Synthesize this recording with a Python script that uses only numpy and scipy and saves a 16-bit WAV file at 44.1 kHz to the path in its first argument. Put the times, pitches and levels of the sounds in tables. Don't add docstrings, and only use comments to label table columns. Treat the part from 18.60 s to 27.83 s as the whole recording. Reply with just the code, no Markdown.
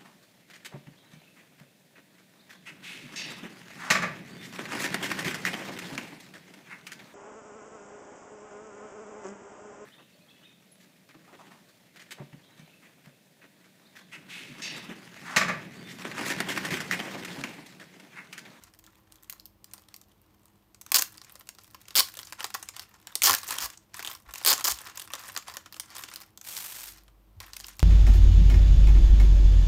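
import sys
import numpy as np
from scipy import signal
from scipy.fft import rfft, irfft
from scipy.io import wavfile

SR = 44100
rng = np.random.default_rng(int(sys.argv[2]) if len(sys.argv) > 2 else 0)


def natural_amplitude(level_db):
    exponent = np.asarray(level_db, float) / 20
    return 10 ** exponent


def store_pcm(level_fs):
    pcm = np.round(np.clip(level_fs, -1, 1) * 32767).astype(np.int16)
    wavfile.write(sys.argv[1], SR, np.atleast_2d(pcm).T)


N = 406998


def in_time(rows):
    s, *columns = np.transpose(rows)
    return [np.interp(np.arange(N) / SR, s, c) for c in columns]


def at_hz(points, hz):
    point_hz, point_db = np.transpose(points)
    return np.interp(np.log(hz), np.log(point_hz), point_db)


def rms_one(x):
    return x / np.sqrt(np.mean(x ** 2) + 1e-20)


def resonance(x, hz, width_hz):
    r = np.exp(-np.pi * width_hz / SR)
    zeros = [(1 - r * r) / 2, 0, (r * r - 1) / 2]
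    poles = [1, -2 * r * np.cos(2 * np.pi * hz / SR), r * r]
    return signal.lfilter(zeros, poles, x)


def coloured(spectrum):
    hz = np.maximum(np.arange(N // 2 + 1) * SR / N, 1)
    white = rfft(rng.standard_normal(N))
    return rms_one(irfft(white * natural_amplitude(at_hz(spectrum, hz)), N))


def drift(rate_hz):
    r = np.exp(-2 * np.pi * rate_hz / SR)
    wander = signal.lfilter([1], [1, -2 * r, r * r], rng.standard_normal(N + SR))
    return rms_one(wander[SR:])


def dying(s, db, grain, t60_s, click):
    blows = np.full(N, 1e-18)
    np.add.at(blows, np.clip((s * SR).astype(int), 0, N - 1), natural_amplitude(db))
    tail = signal.lfilter([1], [1, -natural_amplitude(-60 / (t60_s * SR))], blows)
    return click * blows + grain * tail


# (f/Hz, level/dB)
ROOM = [(18, -40.5), (30, -11.5), (55, -0.5), (105, 6.5), (154, -4.5), (323, -6), (493, -10), (1060, -10),
        (1490, -18.5), (2800, -20), (7500, -28), (15700, -20.5), (16500, -38)]
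# (f/Hz, width/Hz, level/dB rms)
TONES = [(199.9, 7.3, -74), (318.7, 10, -73.5)]


def room_noise(air_db=-66):
    noise = natural_amplitude(air_db) * coloured(ROOM)
    for hz, width_hz, db in TONES:
        noise = noise + natural_amplitude(db) * rms_one(resonance(rng.standard_normal(N), hz, width_hz))
    return noise


# (t/s, level/dB)
HUM = [(0, -73.5), (.9, -70), (1.1, -78), (8.1, -80.5), (8.3, -61.5), (9.23, -59.5)]


def low_hum(hz=49, waver_hz=1.2, waver_db=1.2):
    phase = 2 * np.pi * np.cumsum(hz + waver_hz * drift(8.2)) / SR
    level = natural_amplitude(in_time(HUM)[0] + waver_db * drift(3.88))
    return level * np.sqrt(2) * np.sin(phase)


# (t reached/s, held/s, level/dB, air pocket re rustle/dB)
MOVES = [(0.0, 0.074, -61, -0.5), (0.221, 0.58, -71.5, 3), (1.059, 0.28, -67.5, -2.5),
         (1.499, 0.52, -75, -1.5), (2.28, 0.4335, -58.5, -3), (2.62, 0.21, -64.5, -7),
         (3.001, 0.82, -61, -11.5), (3.281, 0.062, -56.5, -7), (3.385, 0.04, -48, -23.5),
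         (3.481, 0.218, -52.5, -13.5), (3.8, 0.053, -47.5, 3), (3.93, 0.14, -55, -11.5),
         (4.12, 0.093, -52, -6), (4.278, 0.19, -61.5, -0.5), (4.49, .1, -58, 2.5),
         (4.64, 0.099, -35.5, -27.5), (4.77, 0.068, -46.5, -11), (4.88, 0.153, -40, -5),
         (5.1, 0.087, -54, -11), (5.351, 0.19, -44, -6), (5.669, 0.031, -62, 14.5),
         (5.749, 0.063, -47, -16), (5.899, 0.11, -40.5, -1.5), (6.059, 0.064, -41.5, -17),
         (6.171, 0.118, -47.5, 0), (6.369, 0.067, -47, -4), (6.538, 0.23, -50, -1.5),
         (6.88, 0.068, -47, -1), (7.05, 0.34, -57, -3), (7.319, .3, -50, -4.5), (8.25, .13, -55, -10),
         (8.82, 0.16, -54.5, 0), (8.929, 0.193, -51, -21)]


def handling(rise_db_per_s=516.5, settle_db_per_s=239.5):
    s, held_s, db, pocket_db = np.transpose(MOVES)[:, :, None]
    t = np.arange(0, N, 64) / SR
    rise = rise_db_per_s * np.maximum(s - t, 0)
    settle = settle_db_per_s * np.maximum(t - s - held_s, 0)
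    power = natural_amplitude(db - rise - settle) ** 2
    total = power.sum(axis=0)
    pocket = (power * pocket_db).sum(axis=0) / total
    return in_time(np.transpose([t, 10 * np.log10(total), pocket]))


def swayed_air(hz=80, width_hz=90):
    low = resonance(rng.standard_normal(N), hz, width_hz)
    low = rms_one(resonance(low, hz, width_hz))
    return natural_amplitude(.5 * handling()[0] - 43) * low


# (f/Hz, level/dB)
CRUMPLE = [(240, -43.5), (400, -16), (1430, 2.5), (6000, -2.5), (15700, -16), (16500, -31.5)]
# (f/Hz, width/Hz, level/dB)
POCKET = [(1070, 130, 0), (1340, 170, -3), (1720, 260, -6), (780, 220, -14)]


def rustle(level_db=-9.5, flicker_db=5, pocket_gain_db=-0.5):
    db, pocket_db = handling()
    white = rng.standard_normal(N)
    pocket = rms_one(sum(natural_amplitude(g) * resonance(white, hz, width_hz) for hz, width_hz, g in POCKET))
    hiss = coloured(CRUMPLE) + natural_amplitude(pocket_db + pocket_gain_db) * pocket
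    return natural_amplitude(db + level_db + flicker_db * drift(40.0)) * hiss


# (f/Hz, level/dB)
SHEET = [(120, -54), (200, -17), (742, -11.5), (1470, -6), (2250, -9), (4450, -8), (14000, -8),
         (15600, -20), (16500, -34)]


def sheet(blows, t60_s, click, colour_db, level_db=0.0, pocket_gain_db=8.5, mode_db=5.5):
    treble_gain_db, knee_hz = 7.0, 8000
    s, db, pocket_db, treble_db = blows.T
    edges = 250 * 2 ** np.arange(0, 6.3, .5)
    white = rng.standard_normal((2, N))
    own = rng.standard_normal((len(s), len(edges) + len(POCKET)))
    out = 0
    for k, (low, high) in enumerate(zip(edges, edges[1:])):
        hz = np.sqrt(low * high)
        treble = (treble_db + treble_gain_db) / (1 + (knee_hz / hz) ** 4)
        body = 0.47 * (pocket_db + 10.5) / (1 + (hz / 2500) ** 3)
        gain_db = db + level_db + at_hz(SHEET, hz) + treble + body + colour_db * own[:, k]
        band = signal.butter(2, [low, high], "band", fs=SR, output="sos")
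        out = out + signal.sosfilt(band, dying(s, gain_db, white[k % 2], t60_s, click))
    for k, (hz, width_hz, mode_gain_db) in enumerate(POCKET):
        gain_db = db + pocket_db + pocket_gain_db + mode_gain_db + mode_db * own[:, -1 - k]
        puff = dying(s, gain_db, white[k % 2], t60_s=0.038, click=1.6)
        out = out + resonance(puff, hz, width_hz)
    return out


def cracks(size_db=4.5, lift_db=7.0, dull_db=-11.0, treble_db=-7.5, clump_db=3.5, vary_db=15.0):
    base_per_s, base_db, busy_share = 85, -62, .35
    level_db, pocket_db = handling()
    place, lot, size, tint = rng.random((4, 20000))
    at = (place * N).astype(int)
    busy_db = busy_share * (level_db[at] - base_db)
    per_s = base_per_s * natural_amplitude(busy_db + clump_db * drift(9.0)[at])
    born = lot * len(at) * SR / N < per_s
    db = level_db[at] - busy_db / 2 + lift_db - size_db * np.log(size + 0.036)
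    treble = treble_db + vary_db * (tint - .5)
    blows = np.column_stack([at / SR, db, pocket_db[at] + dull_db, treble])[born]
    return sheet(blows, t60_s=.016, click=5, colour_db=5.5)


# (t/s, level/dB, air pocket re level/dB)
SNAPS = [(0.037, -35, -19.5), (0.1375, -42.5, -16.5), (0.1473, -43.5, -22), (0.1897, -37, -26.5),
         (0.2404, -39, -23), (0.2646, -39.5, -19.5), (0.5222, -36.5, -30.5), (0.5566, -41.5, -35),
         (0.633, -40.5, -30), (0.6443, -44, -20.5), (0.6975, -23.5, -38), (0.7256, -29, -23),
         (0.7981, -37, -33), (0.856, -33, -41), (1.0432, -31, -34.5), (1.1126, -43, -17),
         (1.1355, -26.5, -32), (1.1797, -34.5, -24), (1.2853, -39.5, -16.5), (1.3417, -29.5, -30.5),
         (1.3632, -36, -36), (1.4142, -38, -24), (1.4363, -49, -26.5), (1.5165, -46, -20.5),
         (1.8561, -45.5, -28), (2.146, -39, -22.5), (2.2129, -27, -34.5), (2.2637, -31, -24),
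         (2.3185, -5.5, -24), (2.4118, -17.5, -31), (2.4219, -9.5, -35.5), (2.5421, -41.5, -21),
         (2.5625, -44, -15.5), (2.5798, -33.5, -18.5), (2.616, -33.5, -22.5), (2.6464, -37, -20),
         (2.6962, -37, -19.5), (2.755, -29, -21), (2.809, -33.5, -14), (2.8716, -38, -18),
         (2.8899, -23.5, -28), (2.9496, -40, -19), (2.9855, -32.5, -17), (3.044, -39.5, -25),
         (3.146, -31, -12.5), (3.215, -36.5, -25), (3.2829, -30, -21), (3.3066, -29.5, -20),
         (3.3541, -8, -27), (3.486, -27, -26.5), (3.5518, -37, -19.5), (3.5712, -23.5, -24.5),
         (3.5902, -19, -23.5), (3.6309, -29.5, -21), (3.7242, -19, -17.5), (3.8056, -21.5, -8.5),
         (3.8286, -27, -14), (3.8432, -13.5, -14.5), (3.903, -27.5, -14.5), (4.0274, -22, -25.5),
         (4.0881, -21.5, -20.5), (4.138, -47, -11.5), (4.1651, -25, -14.5), (4.1951, -25, -21),
         (4.2346, -39, -17.5), (4.471, -25.5, -16), (4.5543, -9.5, -36.5), (4.6198, -6, -29),
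         (4.7487, -7.5, -27.5), (4.784, -21.5, -33), (4.832, -22.5, -18.5), (4.888, -20, -19.5),
         (4.9238, -19.5, -17.5), (4.9547, -21.5, -22), (4.9848, -14.5, -19.5), (5.1013, -27.5, -26.5),
         (5.3431, -24, -13), (5.3936, -22.5, -14), (5.4261, -23.5, -17.5), (5.448, -19, -18.5),
         (5.474, -16, -15.5), (5.5138, -21.5, -16.5), (5.7092, -31.5, -13), (5.7376, -23.5, -19),
         (5.7571, -23.5, -17.5), (5.8136, -28.5, -11.5), (5.8368, -28, -21.5), (5.8489, -9.5, -25.5),
         (5.9888, -27, -12), (6.1875, -28.5, -16.5), (6.2702, -27, -18.5), (6.397, -22, -27),
         (6.4178, -24, -27), (6.4755, -31.5, -15), (6.5033, -34, -5), (6.5356, -18, -13),
         (6.5525, -23.5, -15), (6.593, -33, -19.5), (6.6977, -27.5, -14.5), (6.764, -17.5, -12),
         (6.775, -17.5, -17), (6.8245, -33.5, -15.5), (6.8816, -28, -7.5), (6.898, -27.5, -15),
         (6.9396, -30.5, -17), (6.969, -20.5, -16), (7.0597, -30.5, -9), (7.1251, -29.5, -22.5),
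         (7.143, -31, -17), (7.1651, -28, -17.5), (7.1982, -17, -34.5), (7.3033, -31.5, -14),
         (7.3534, -24, -17.5), (7.3661, -23.5, -19), (7.3912, -24.5, -19.5), (7.437, -20.5, -15.5),
         (7.5381, -25.5, -27), (7.5595, -25, -27), (7.7746, -29.5, -28), (7.8131, -32, -20),
         (7.9671, -22, -31), (8.384, -39.5, -16), (8.4803, -43, -9.5), (8.8026, -21.5, -16.5),
         (8.9336, -28.5, -16.5), (8.966, -23, -22.5), (9.0009, -22.5, -25), (9.0437, -29.5, -16.5),
         (9.0838, -29, -21), (9.1939, -20.5, -22.5)]


def snaps(after_db=-16.0, treble_db=-13.5, duller=0.4, longest_wait_s=.008):
    s, db, pocket_db = np.transpose(SNAPS)
    treble = treble_db - duller * (pocket_db - pocket_db.mean())
    steps = [np.column_stack([s, db, pocket_db, treble])]
    for _ in range(2):
        late_s = longest_wait_s * rng.random(len(s))
        loss_db = after_db * (.5 + rng.random(len(s)) / 2)
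        steps.append(np.column_stack([s + late_s, db + loss_db, pocket_db, treble]))
    return sheet(np.vstack(steps), t60_s=.012, click=8, colour_db=3.5, level_db=3.5, pocket_gain_db=7.5)


# (start t/s, end t/s, slips/s, level/dB, air pocket re level/dB, taut strip f/Hz)
PEELS = [(2.3441, 2.373, 367, -10.5, -27, 4960), (2.385, 2.396, 440, -14.5, -22.5, 6170),
         (3.36, 3.383, 308, -9.5, -25, 4900), (3.3864, 3.407, 360, -10, -24.5, 4490),
         (3.942, 3.952, 420, -25, -7.5, 5454), (4.635, 4.673, 280, -11, -24, 5570),
         (4.671, 4.691, 310, -12.5, -15, 5130), (4.696, 4.74, 130, -11, -11.5, 5500),
         (5.005, 5.062, 334, -26, -17, 5250), (5.862, 5.868, 400, -9.5, -22.5, 4397),
         (5.874, 5.923, 350, -12.5, -20.5, 4420), (5.9288, 5.937, 315, -13.5, -17.5, 5504),
         (6.043, 6.061, 328, -17.5, -19.5, 5500), (6.0705, 6.088, 450, -19.5, -16, 5570),
         (6.0955, 6.122, 500, -23, -23, 5800)]


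def slips(jitter=0.3, spread_db=2, first_db=2.5, treble_db=-6):
    trains = []
    for start, end, per_s, db, pocket_db, _ in PEELS:
        pace, force = rng.standard_normal((2, 60))
        waits = np.exp(jitter * pace) / per_s
        s = start + np.cumsum(waits) - waits[0]
        slip_db = db + spread_db * force
        slip_db[0] += first_db
        same = np.ones(len(s))
        train = np.column_stack([s, slip_db, pocket_db * same, treble_db * same])
        trains.append(train[s < end])
    return trains


def seam(ring_db=-6.0, strip_width_hz=1500, t60_s=.011, click=17):
    trains, white = slips(), rng.standard_normal(N)
    strip = 0
    for train, peel in zip(trains, PEELS):
        blows = dying(train[:, 0], train[:, 1] + ring_db, white, t60_s, click)
        strip = strip + resonance(blows, peel[-1], strip_width_hz)
    shaken = sheet(np.vstack(trains), t60_s, click, colour_db=3.0, level_db=-1.5,
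                   pocket_gain_db=11.0, mode_db=2.5)
    return shaken + strip


# (t/s, level/dB, boom f/Hz)
THUMPS = [ (4.7, -44, 101), (5.028, -49, 55.7), (5.672, -48, 54.3), (6.112, -45, 61.9), (8.764, -44, 90.4),
          (9.189, -44, 92.1)]


def thumps(rise_s=0.015):
    s, db, hz = np.transpose(THUMPS)[:, :, None]
    late = np.maximum(np.arange(N) / SR - s, 0)
    swell = late / rise_s * np.exp(1 - late / rise_s)
    return np.sum(natural_amplitude(db) * swell * np.sin(2 * np.pi * hz * late), axis=0)


# (f/Hz, level/dB)
SLIDE = [(240, -12), (400, -10.5), (920, -1.5), (6200, 0.5), (10300, 2), (13000, 2), (15800, 2),
         (16500, -34)]


def swish(grain_db=1.5, catches_per_s=300, catch_db=5.5):
    full_s, stop_s, full_db = 7.865, 8.29, -39.5
    rise_db_per_s, sag_db_per_s, stop_db_per_s = 600, 9.5, 299
    t = np.arange(N) / SR
    db = full_db - rise_db_per_s * np.maximum(full_s - t, 0)
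    db = db - sag_db_per_s * np.maximum(t - full_s, 0)
    db = db - stop_db_per_s * np.maximum(t - stop_s, 0)
    at = np.flatnonzero(rng.random(N) < catches_per_s / SR)
    slide = coloured(SLIDE)
    catches = dying(at / SR, catch_db * rng.random(len(at)) ** 2, slide, t60_s=.011, click=1)
    return natural_amplitude(db + grain_db * drift(140.0)) * rms_one(slide + catches)


def walls(x, t60_s=0.21, cut_hz=11000, gap_s=.004):
    t = np.arange(SR // 2) / SR
    dull = np.exp(-2 * np.pi * cut_hz / SR)
    tail = signal.lfilter([1], [1, -dull], rng.standard_normal(len(t)))
    tail = tail * natural_amplitude(-60 * t / t60_s) * (t > gap_s)
    return signal.fftconvolve(x, tail / np.sqrt(np.sum(tail ** 2)))[:N]


def scene():
    plastic = rustle() + cracks() + snaps() + seam() + swish()
    bass = low_hum() + swayed_air() + thumps()
    return (plastic + natural_amplitude(-12.5) * walls(plastic) + bass + room_noise())[None]


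def low_pass(x):
    return signal.sosfilt(signal.butter(12, 16990, fs=SR, output="sos"), x)


def record(dry):
    dip_hz, dip_width_hz, dip_share = 10340, 1000, 0.58
    top = .7
    heard = dry - dip_share * resonance(dry, dip_hz, dip_width_hz)
    cut = signal.cheby2(8, 50, 16700, fs=SR, output="sos")
    mix = top * np.tanh(signal.sosfilt(cut, heard) / top)
    return low_pass(mix)


dry = scene()
out = record(dry)
store_pcm(out)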